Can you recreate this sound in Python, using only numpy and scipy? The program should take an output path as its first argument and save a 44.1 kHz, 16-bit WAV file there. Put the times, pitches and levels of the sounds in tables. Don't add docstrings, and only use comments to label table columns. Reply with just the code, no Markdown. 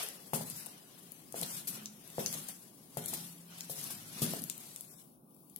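import sys
import numpy as np
from scipy import signal
from scipy.fft import rfft, irfft, next_fast_len
from scipy.io import wavfile
from scipy.ndimage import uniform_filter1d

SR = 44100
rng = np.random.default_rng(int(sys.argv[2]) if len(sys.argv) > 2 else 0)


def magnitude_from_level(level_db):
    exponent = np.asarray(level_db, float) / 20
    return 10 ** exponent


def wav_out(sig):
    wavfile.write(sys.argv[1], SR, np.round(np.clip(np.atleast_2d(sig).T, -1, 1) * 32767).astype(np.int16))


N = 246632
TIME = np.arange(N) / SR
PORT_LAG = 12


def on_log(table, hz):
    table_hz, value = np.transpose(table)
    return np.interp(np.log(np.maximum(hz, 1)), np.log(table_hz), value)


def shape(x, gain_at):
    size = next_fast_len(x.shape[-1])
    gain = gain_at(np.fft.rfftfreq(size, 1 / SR))
    return irfft(rfft(x, size) * gain, size)[..., :x.shape[-1]]


def unit(x):
    return x / np.sqrt(np.mean(x ** 2))


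def highpass(x, order, hz):
    return signal.sosfilt(signal.butter(order, hz, "high", fs=SR, output="sos"), x)


# pitch_hz, likeness (-1 to 1)
PORT_LIKENESS = [(60, 0.57), (130, 0.98), (290, 0.76), (640, 0.19), (1410, -0.22), (3100, 0.037),
                 (6820, -0.046), (15000, 0.18)]


def diffuse(size):
    def like(hz):
        return np.clip(on_log(PORT_LIKENESS, hz), -.99, .99)
    mid = shape(rng.standard_normal(size), lambda hz: np.sqrt((1 + like(hz)) / 2))
    side = shape(rng.standard_normal(size), lambda hz: np.sqrt((1 - like(hz)) / 2))
    return np.array([mid + side, mid - side])


def coloured(x, table):
    return unit(shape(x, lambda hz: magnitude_from_level(on_log(table, hz))))


def walk(rate_hz):
    hold = int(SR / rate_hz)
    stairs = np.repeat(rng.standard_normal(N // hold + 1), hold)
    return unit(uniform_filter1d(uniform_filter1d(stairs, hold), hold)[:N])


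def swell(peak_s, hold_s, rise_db_per_s, fall_db_per_s):
    t = np.arange(N * 1000 // SR + 1) / 1000 - peak_s
    return magnitude_from_level(rise_db_per_s * np.minimum(t, 0) - fall_db_per_s * np.maximum(t - hold_s, 0)) ** 2


def slow(power):
    return np.interp(TIME * 1000, np.arange(len(power)), power)


def patchy(x):
    z = signal.stft(x, nperseg=1024)[2]
    rows, columns = z.shape[-2:]
    field = rng.standard_normal((rows // 3 + 1, columns // 3 + 1))
    field = np.kron(field, np.ones((3, 3)))[:rows, :columns]
    gain = unit(magnitude_from_level(4 * np.minimum(field, 1.6)))
    return signal.istft(z * gain, nperseg=1024)[1][..., :N]


def add(out, x, s, pan_db=0):
    for port, lag, lean in ((0, 0, 0.53), (1, PORT_LAG, -5.3)):
        i = max(int(s * SR) + lag, 0)
        out[port, i:i + len(x)] += magnitude_from_level(lean * pan_db / 2) * x[:N - i]


# start_s, level_db
WEIGHT_LOADS = [
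    (.5, -57),
    (1.42, -51),
    (1.7, -53),
    (2.33, -52),
    (3.14, -51),
    (3.85, -53.5),
    (4.33, -44),
]
# pitch_hz, level_db per Hz
BOOM_COLOUR = [(12, -70), (20, -75), (49, -20.5), (80, -25), (97, -17), (118, -10.5), (157, -0.5),
               (293, -6.5), (312, -14), (344, -10), (380, -11.5), (490, -70.5), (840, -120)]


def floor_boom():
    loads = sum(magnitude_from_level(db) ** 2 * swell(s, 0, 81, 68) for s, db in WEIGHT_LOADS)
    level = np.sqrt(slow(loads) + magnitude_from_level(-62) ** 2)
    return level * magnitude_from_level(0.77 * walk(9)) * coloured(diffuse(N), BOOM_COLOUR)


# start_s, level_db
STREET_LEVEL = [(0, -60), (.6, -66.5), (2.0, -67.5), (3.0, -67), (4.1, -72), (4.35, -84), (4.6, -65.5),
                (5.59, -69.5)]
# pitch_hz, level_db per Hz
STREET_COLOUR = [(180, -43.5), (300, 1.5), (370, -4.5), (398, 1), (429, -2.5), (651, -5), (715, -4.5),
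                 (1500, -20), (1950, -52), (3300, -120)]


def street():
    level_db = np.interp(TIME, *np.transpose(STREET_LEVEL)) + 0.33 * walk(10)
    return magnitude_from_level(level_db) * coloured(diffuse(N), STREET_COLOUR)


# start_s, pitch_hz, level_db
DRONE_SPELLS = [
    [(1.7, 215, -76), (1.85, 212, -49), (2.0, 205, -61)],
    [(3.0, 172, -53), (3.15, 172, -53), (3.45, 170, -56), (3.7, 170, -56), (3.8, 170, -75)],
    [(3.85, 112, -87), (3.95, 108, -63), (4.1, 108, -61), (4.2, 112, -85)],
]


def drone():
    out = np.zeros(N)
    for spell in DRONE_SPELLS:
        s, hz, db = np.transpose(spell)
        pitch_hz = np.interp(TIME, s, hz) * (1 + 0.00915 * walk(10))
        level_db = np.interp(TIME, s, db, -200, -200) + 0.41 * walk(11)
        out += magnitude_from_level(level_db) * np.sin(2 * np.pi * np.cumsum(pitch_hz) / SR)
    return out


# pitch_hz, level_db per Hz
HISS_COLOUR = [(710, -9.5), (1200, -3), (1350, -67), (2370, -20.5), (6150, -15), (7410, -21.5), (10400, -3),
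               (15100, -15), (16500, 2.5)]


def microphone_hiss():
    hush_db = -8 * np.exp(-((TIME - 5.22) / 0.067) ** 2)
    return magnitude_from_level(-57.5 + hush_db) * patchy(coloured(diffuse(N), HISS_COLOUR))


# start_s, level_db (peak), hold_ms, dullness_db
BRUSHES = [(0.0264, -28, 13.5, -15), (0.333, -25, 35, 1.5), (0.4094, -32.5, 15, 0), (0.5594, -36, 39, -21),
           (1.3753, -32, 6.9, 2), (1.4266, -23.5, 6.4, 0.5), (1.565, -32, 17, -10), (1.6714, -26, 30.4, -5),
           (2.192, -31, 28, 7.5), (2.486, -35.5, 27, 4.5), (2.9725, -33, 21, 5.5), (3.08, -28.5, 22, -16),
           (3.135, -25, 15, -1), (3.696, -29, 32, -26), (3.9035, -31, 21, 1), (4.2178, -21.5, 29, -0.5)]


def brushing():
    bright, dull, ms = np.zeros(N), np.zeros(N), TIME[:SR // 8] * 1000
    for s, db, hold_ms, dull_db in BRUSHES:
        flare = (1 - np.exp(-ms / 1.13)) ** 2 * np.exp(-(ms / hold_ms) ** 2.2)
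        at = slice(int(s * SR), int(s * SR) + len(ms))
        bright[at] += magnitude_from_level(db - 8.5) ** 2 * flare
        dull[at] += magnitude_from_level(db - 19 + dull_db) ** 2 * flare
    return bright, dull


def fibres(density_hz, spread_db):
    slipping = rng.random(N) < density_hz / SR
    size = magnitude_from_level(spread_db * rng.exponential(size=N))
    return unit(slipping * size * rng.standard_normal(N)) + 1.3 * rng.standard_normal(N)


# start_s (full rustle), level_db, swell_s, hold_s, scuff_db (minus rustle)
ROLLS = [(0.001, -44, .05, 0.025, 2), (0.385, -45, .06, 0.13, -17), (0.545, -53, 0.12, 0.14, -5),
         (1.361, -43.5, 0.037, 0.19, -6), (1.728, -49, 0.039, 0.039, -3), (2.242, -42, 0.17, 0.087, -11),
         (2.332, -40, 0.038, 0.026, -7), (3.021, -50.5, 0.041, 0.046, -1.5), (3.138, -41, 0.18, 0.03, -9.5),
         (3.186, -55, 0.13, 0.031, -11), (3.59, -53, 0.24, 0.015, -3), (3.796, -42.5, 0.12, 0.069, -9.5),
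         (4.187, -50, 1, 0.11, -1.5), (4.265, -42.5, .2, 0.089, -4.5), (4.587, -53, 0.9, 0.17, -11)]
# start_s, level_db, scuff_db (minus rustle)
SLEEVE_LEVEL = [(0, -53, -15), (.75, -65.5, 3.5), (1.0, -56.5, -6.5), (1.3, -61.5, -3), (1.9, -62.5, 0),
                (2.1, -57.5, -1), (2.8, -62.5, -7.5), (3.5, -65.5, -3), (4.4, -58.5, -2), (4.88, -58, -14),
                (5.0, -61.5, -13), (5.1, -74, -22), (5.219, -92, -10), (5.4, -76, -25), (5.59, -69.5, -18)]
# pitch_hz, level_db per Hz
CLOTH_COLOUR = [(2350, -13.5), (4000, -6.5), (4920, -5), (5510, -6.5), (7370, -4), (10800, -2),
                (15100, -12), (16200, -40.5), (16500, -54)]
RUBBER_COLOUR = [(530, -3.5), (900, -5.5), (1450, -5.5), (2430, -7), (2610, -4), (3280, -4), (4000, -9.5),
                 (6000, -5.5), (7800, -35), (13200, -120)]
BRUSH_COLOUR = [(1760, -76), (3000, -9), (6210, -4), (9940, 2.5), (12700, -0.5), (15500, -8.5),
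                (16200, -37), (16500, -37)]


def rubbing():
    shapes = np.array([swell(s, hold_s, 20 / swell_s, 94.5) for s, _, swell_s, hold_s, _ in ROLLS])
    _, db, _, _, scuff_db = np.transpose(ROLLS)
    legs = slow(magnitude_from_level(db) ** 2 @ shapes)
    leg_scuff = slow(magnitude_from_level(db + scuff_db) ** 2 @ shapes)
    times, *columns = np.transpose(SLEEVE_LEVEL)
    sleeve, sleeve_scuff = (magnitude_from_level(np.interp(TIME, times, column)) ** 2 for column in columns)
    brush, brush_scuff = brushing()

    cloth = (legs + sleeve) * magnitude_from_level(1.3 * walk(30) + 1.5 * walk(120)) ** 2
    scuff = (leg_scuff + sleeve * sleeve_scuff) * magnitude_from_level(1.65 * walk(20)) ** 2 + brush_scuff
    pan_db = (3.5 * legs + 7.5 * sleeve) / (legs + sleeve)
    lean = magnitude_from_level(np.outer([.5, -.5], pan_db - 3.5))
    out = np.zeros((2, N))
    for power, colour in ((cloth, CLOTH_COLOUR), (scuff, RUBBER_COLOUR), (brush, BRUSH_COLOUR)):
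        near = coloured(fibres(6000, 1.5), colour)
        ports = 0.16 * np.array([near, np.roll(near, PORT_LAG)])
        ports = ports + 0.79 * coloured(diffuse(N), colour)
        out += np.sqrt(power) * lean * patchy(ports)
    return highpass(out, 2, 350)


# start_s, level_db (peak), pitch_hz, pan_db (left minus right)
GRIT = [(0.0874, -29.5, 10000, -2), (0.5, -30, 10500, 10), (0.6666, -30.5, 10500, 3),
        (1.3243, -28, 9700, 3.5), (1.432, -28, 4200, 4), (1.414, -22.5, 8000, -1), (1.462, -34, 9850, 0),
        (2.2613, -16.5, 6300, 4), (2.3277, -22, 9600, -6), (2.4863, -29, 8750, 7), (2.972, -30, 10600, 9),
        (3.04, -37, 10100, -8), (3.0595, -21, 9200, -3.5), (3.8412, -31, 11000, 12),
        (4.2645, -29, 6830, -5), (4.335, -27, 13400, -3), (4.348, -33, 10400, 11), (4.439, -27, 11000, 4),
        (4.4986, -19.5, 8640, -2), (4.5794, -34, 12800, 2), (4.8088, -28.5, 10700, -6)]
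# start_s, level_db (peak), pitch_hz, pan_db
LARGE_STONES = [
    (1.8579, -24.5, 5700, -4.5),
    (2.102, -38, 8800, -6),
    (3.137, -27, 8300, 5.5),
    (3.6076, -26.5, 6230, -5),
    (4.7612, -26.5, 8600, -5),
    (5.5616, -32, 11200, 8),
]
# start_s, level_db (peak), pan_db
HANDLING_TICKS = [(0.4349, -35, 9), (0.661, -35.5, 12), (1.0214, -51, 1), (1.1197, -35, 3), (1.7694, -47, -1),
                  (2.0764, -35, -2), (2.1765, -42, 5), (3.585, -40, -8), (3.7654, -39, 5), (3.8134, -33, 10),
                  (4.4197, -34.5, 18), (5.308, -57, 15), (5.347, -52, 19), (5.3646, -55, 16),
                  (5.4983, -49, 17)]


def snaps():
    out, t = np.zeros((2, N)), TIME[:SR // 16]
    grains = [(*row, 9.9, -32.5) for row in GRIT]
    grains += [(*row, 10.3, -13.5) for row in LARGE_STONES]
    grains += [(s, db, 11000, pan_db, 11, -11.5) for s, db, pan_db in HANDLING_TICKS]
    sole_band = signal.butter(2, [2500, 5500], "band", fs=SR, output="sos")
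    for s, db, hz, pan_db, t60_ms, sole_db in grains:
        burst = rng.standard_normal(len(t)) * 1000. ** (-t * 1000 / t60_ms)
        burst[4] += 3.5
        wide = highpass(burst, 2, 5500)
        tone = signal.lfilter(*signal.iirpeak(hz, 4.0, fs=SR), burst)
        sole = signal.sosfilt(sole_band, burst)
        crack = 0.47 * wide + 4.4 * tone + magnitude_from_level(sole_db + 7) * sole
        add(out, magnitude_from_level(db) * crack / np.abs(crack).max(), s, pan_db + 6.0)
    return out


def ring(modes, scatter, t):
    hz, db, t60_s = np.transpose(modes)[:, :, None]
    scatter = scatter[:len(modes)]
    hz = hz * (1 + 0.029 * scatter[:, :1])
    level = magnitude_from_level(db + 4.4 * scatter[:, 1:])
    return (level * np.sin(2 * np.pi * hz * t) * 1000. ** (-t / t60_s)).sum(axis=0)


def peak(x):
    return x / np.abs(x).max()


# start_s, level_db (knock), thump_db (minus knock), slap_hz, slap_db
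HEEL_TOE_BLOWS = [(0.3337, -22.5, -8.5, 780, 2), (.409, -39.5, -0.5, 610, 3.5), (.665, -50.5, -15, 760, 8),
                  (1.3425, -39, -14, 610, 9.5), (1.423, -39.5, -3.5, 690, 7), (1.672, -49, -9.5, 484, -26),
                  (2.182, -22.5, -11.5, 622, -1), (2.351, -41, -5, 533, -12),
                  (2.9702, -26.5, -8.5, 670, -0.5), (3.132, -40.5, -7, 760, 7), (3.697, -39, -7.5, 597, 3),
                  (3.779, -49, 1, 496, -2), (3.903, -49, -18, 880, 8), (4.2185, -32, 7, 304, 1.5),
                  (4.265, -37, -9, 505, -14), (4.3358, -39.5, -4.5, 605, 10.5)]
# pitch_hz, level_db, t60_s
DEEP_BOARDS = [(138, -43, 0.11), (157.6, 1.5, 0.085), (172, -14.5, 0.32), (220, 5.5, 0.031),
               (270, -44, 0.085)]
HIGH_BOARDS = [(356, -10, 0.076), (439, 17.5, 0.047), (520, 14.5, 0.13), (592, 23.5, 0.093), (704, 7, 0.11),
               (780, -1.5, 0.022), (893, 3, 0.065), (1100, -27, 0.033), (1370, 9, .03), (1770, 11, 0.0254)]


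def blows():
    out, t = np.zeros((2, N)), TIME[:SR // 2]
    for s, db, thump_db, slap_hz, slap_db in HEEL_TOE_BLOWS:
        scatter = rng.standard_normal((20, 2))
        width_s = 0.48 / slap_hz
        push = -np.sin(np.pi * np.clip(t / width_s, 0, 1))[:int(width_s * SR) + 2] ** 2
        knock = np.convolve(ring(HIGH_BOARDS, scatter[10:], t), push)[:len(t)]
        thump = np.convolve(ring(DEEP_BOARDS, scatter, t), push)[:len(t)]
        swings = t * slap_hz
        wobble = np.sin(2 * np.pi * swings) + 0.15 * np.sin(2 * np.pi * 2.73 * swings)
        slap = -swings * np.exp(-swings / 0.5) * wobble
        blow = magnitude_from_level(-3.0) * peak(knock) + magnitude_from_level(thump_db + 4.5) * peak(thump) + magnitude_from_level(slap_db) * peak(slap)
        add(out, magnitude_from_level(db) * blow, s, 1.5)
    return out


# pitch_hz, t60_s, level_db
WALL_ECHO = [(128, 1, -6.5), (250, 0.37, 3.5), (533, 0.41, -10), (960, 0.39, -6.5), (2040, 0.99, -5.5),
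             (4300, 0.14, -3.5), (7960, 0.51, -9.5), (14000, 0.16, -10)]


def corridor(x):
    t, noise, tail = TIME[:SR], diffuse(SR), np.zeros((2, SR))
    for hz, t60_s, db in WALL_ECHO:
        band = shape(noise, lambda f: np.exp(-(np.log2(np.maximum(f, 1) / hz) / 0.72) ** 2))
        tail += magnitude_from_level(db) * band * 1000. ** (-t / t60_s) / np.sqrt(t60_s * SR / 14)
    tail = tail * np.clip(t * 1000 / 4 - .5, 0, 1)
    return signal.fftconvolve(x[:1], tail, axes=1)[:, :N]


def scene():
    heels, grit = blows(), snaps()
    steps = heels + grit + corridor(heels + magnitude_from_level(-1.5) * grit)
    steps = highpass(steps, 4, 115) + magnitude_from_level(-16.5) * steps
    background = floor_boom() + street() + drone() + microphone_hiss()
    return steps + rubbing() + background


# pitch_hz, pan_db (left minus right)
PORT_BALANCE = [(60, -16), (110, -3), (200, 1), (380, -1), (700, 0.5), (1290, 0), (2380, 2), (4400, 1),
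                (8120, 1.5), (15000, 15.5)]


def hand_shade(x):
    def gain(hz):
        return magnitude_from_level(np.outer([.5, -.5], on_log(PORT_BALANCE, np.maximum(hz, 150))))
    return shape(x, gain)


def dropouts(x):
    share, lo_hz, hi_hz, mute_db, shift = .07, 2500, 7500, -50, 21
    frame = dict(window="cosine", nperseg=2048)
    hz, _, z = signal.stft(np.pad(x, ((0, 0), (shift, 0))), SR, **frame)
    rows, frames = z.shape[-2:]
    draw = np.kron(rng.random((rows // 14 + 1, frames)), np.ones((14, 1)))[:rows]
    power = np.mean(np.abs(z) ** 2, axis=(0, 1))
    steady = power < 1.5 * uniform_filter1d(power, size=5)
    likely = np.where(hz < hi_hz, share, share / 4)[:, None] * (hz > lo_hz)[:, None]
    muted = (draw < likely) | np.roll(draw < likely, 1, axis=1)
    muted = (muted | np.roll(draw < .4 * likely, 2, axis=1)) & steady
    return signal.istft(z * np.where(muted, magnitude_from_level(mute_db), 1), **frame)[1][:, shift:shift + N]


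def low_pass(x):
    return signal.sosfilt(signal.butter(12, 17030, fs=SR, output="sos"), x)


def record(dry):
    ports = hand_shade(dry)
    ports = signal.sosfilt(signal.ellip(8, .2, 45, 15950, fs=SR, output="sos"), ports)
    return low_pass(dropouts(ports))


dry = scene()
out = record(dry)
wav_out(out)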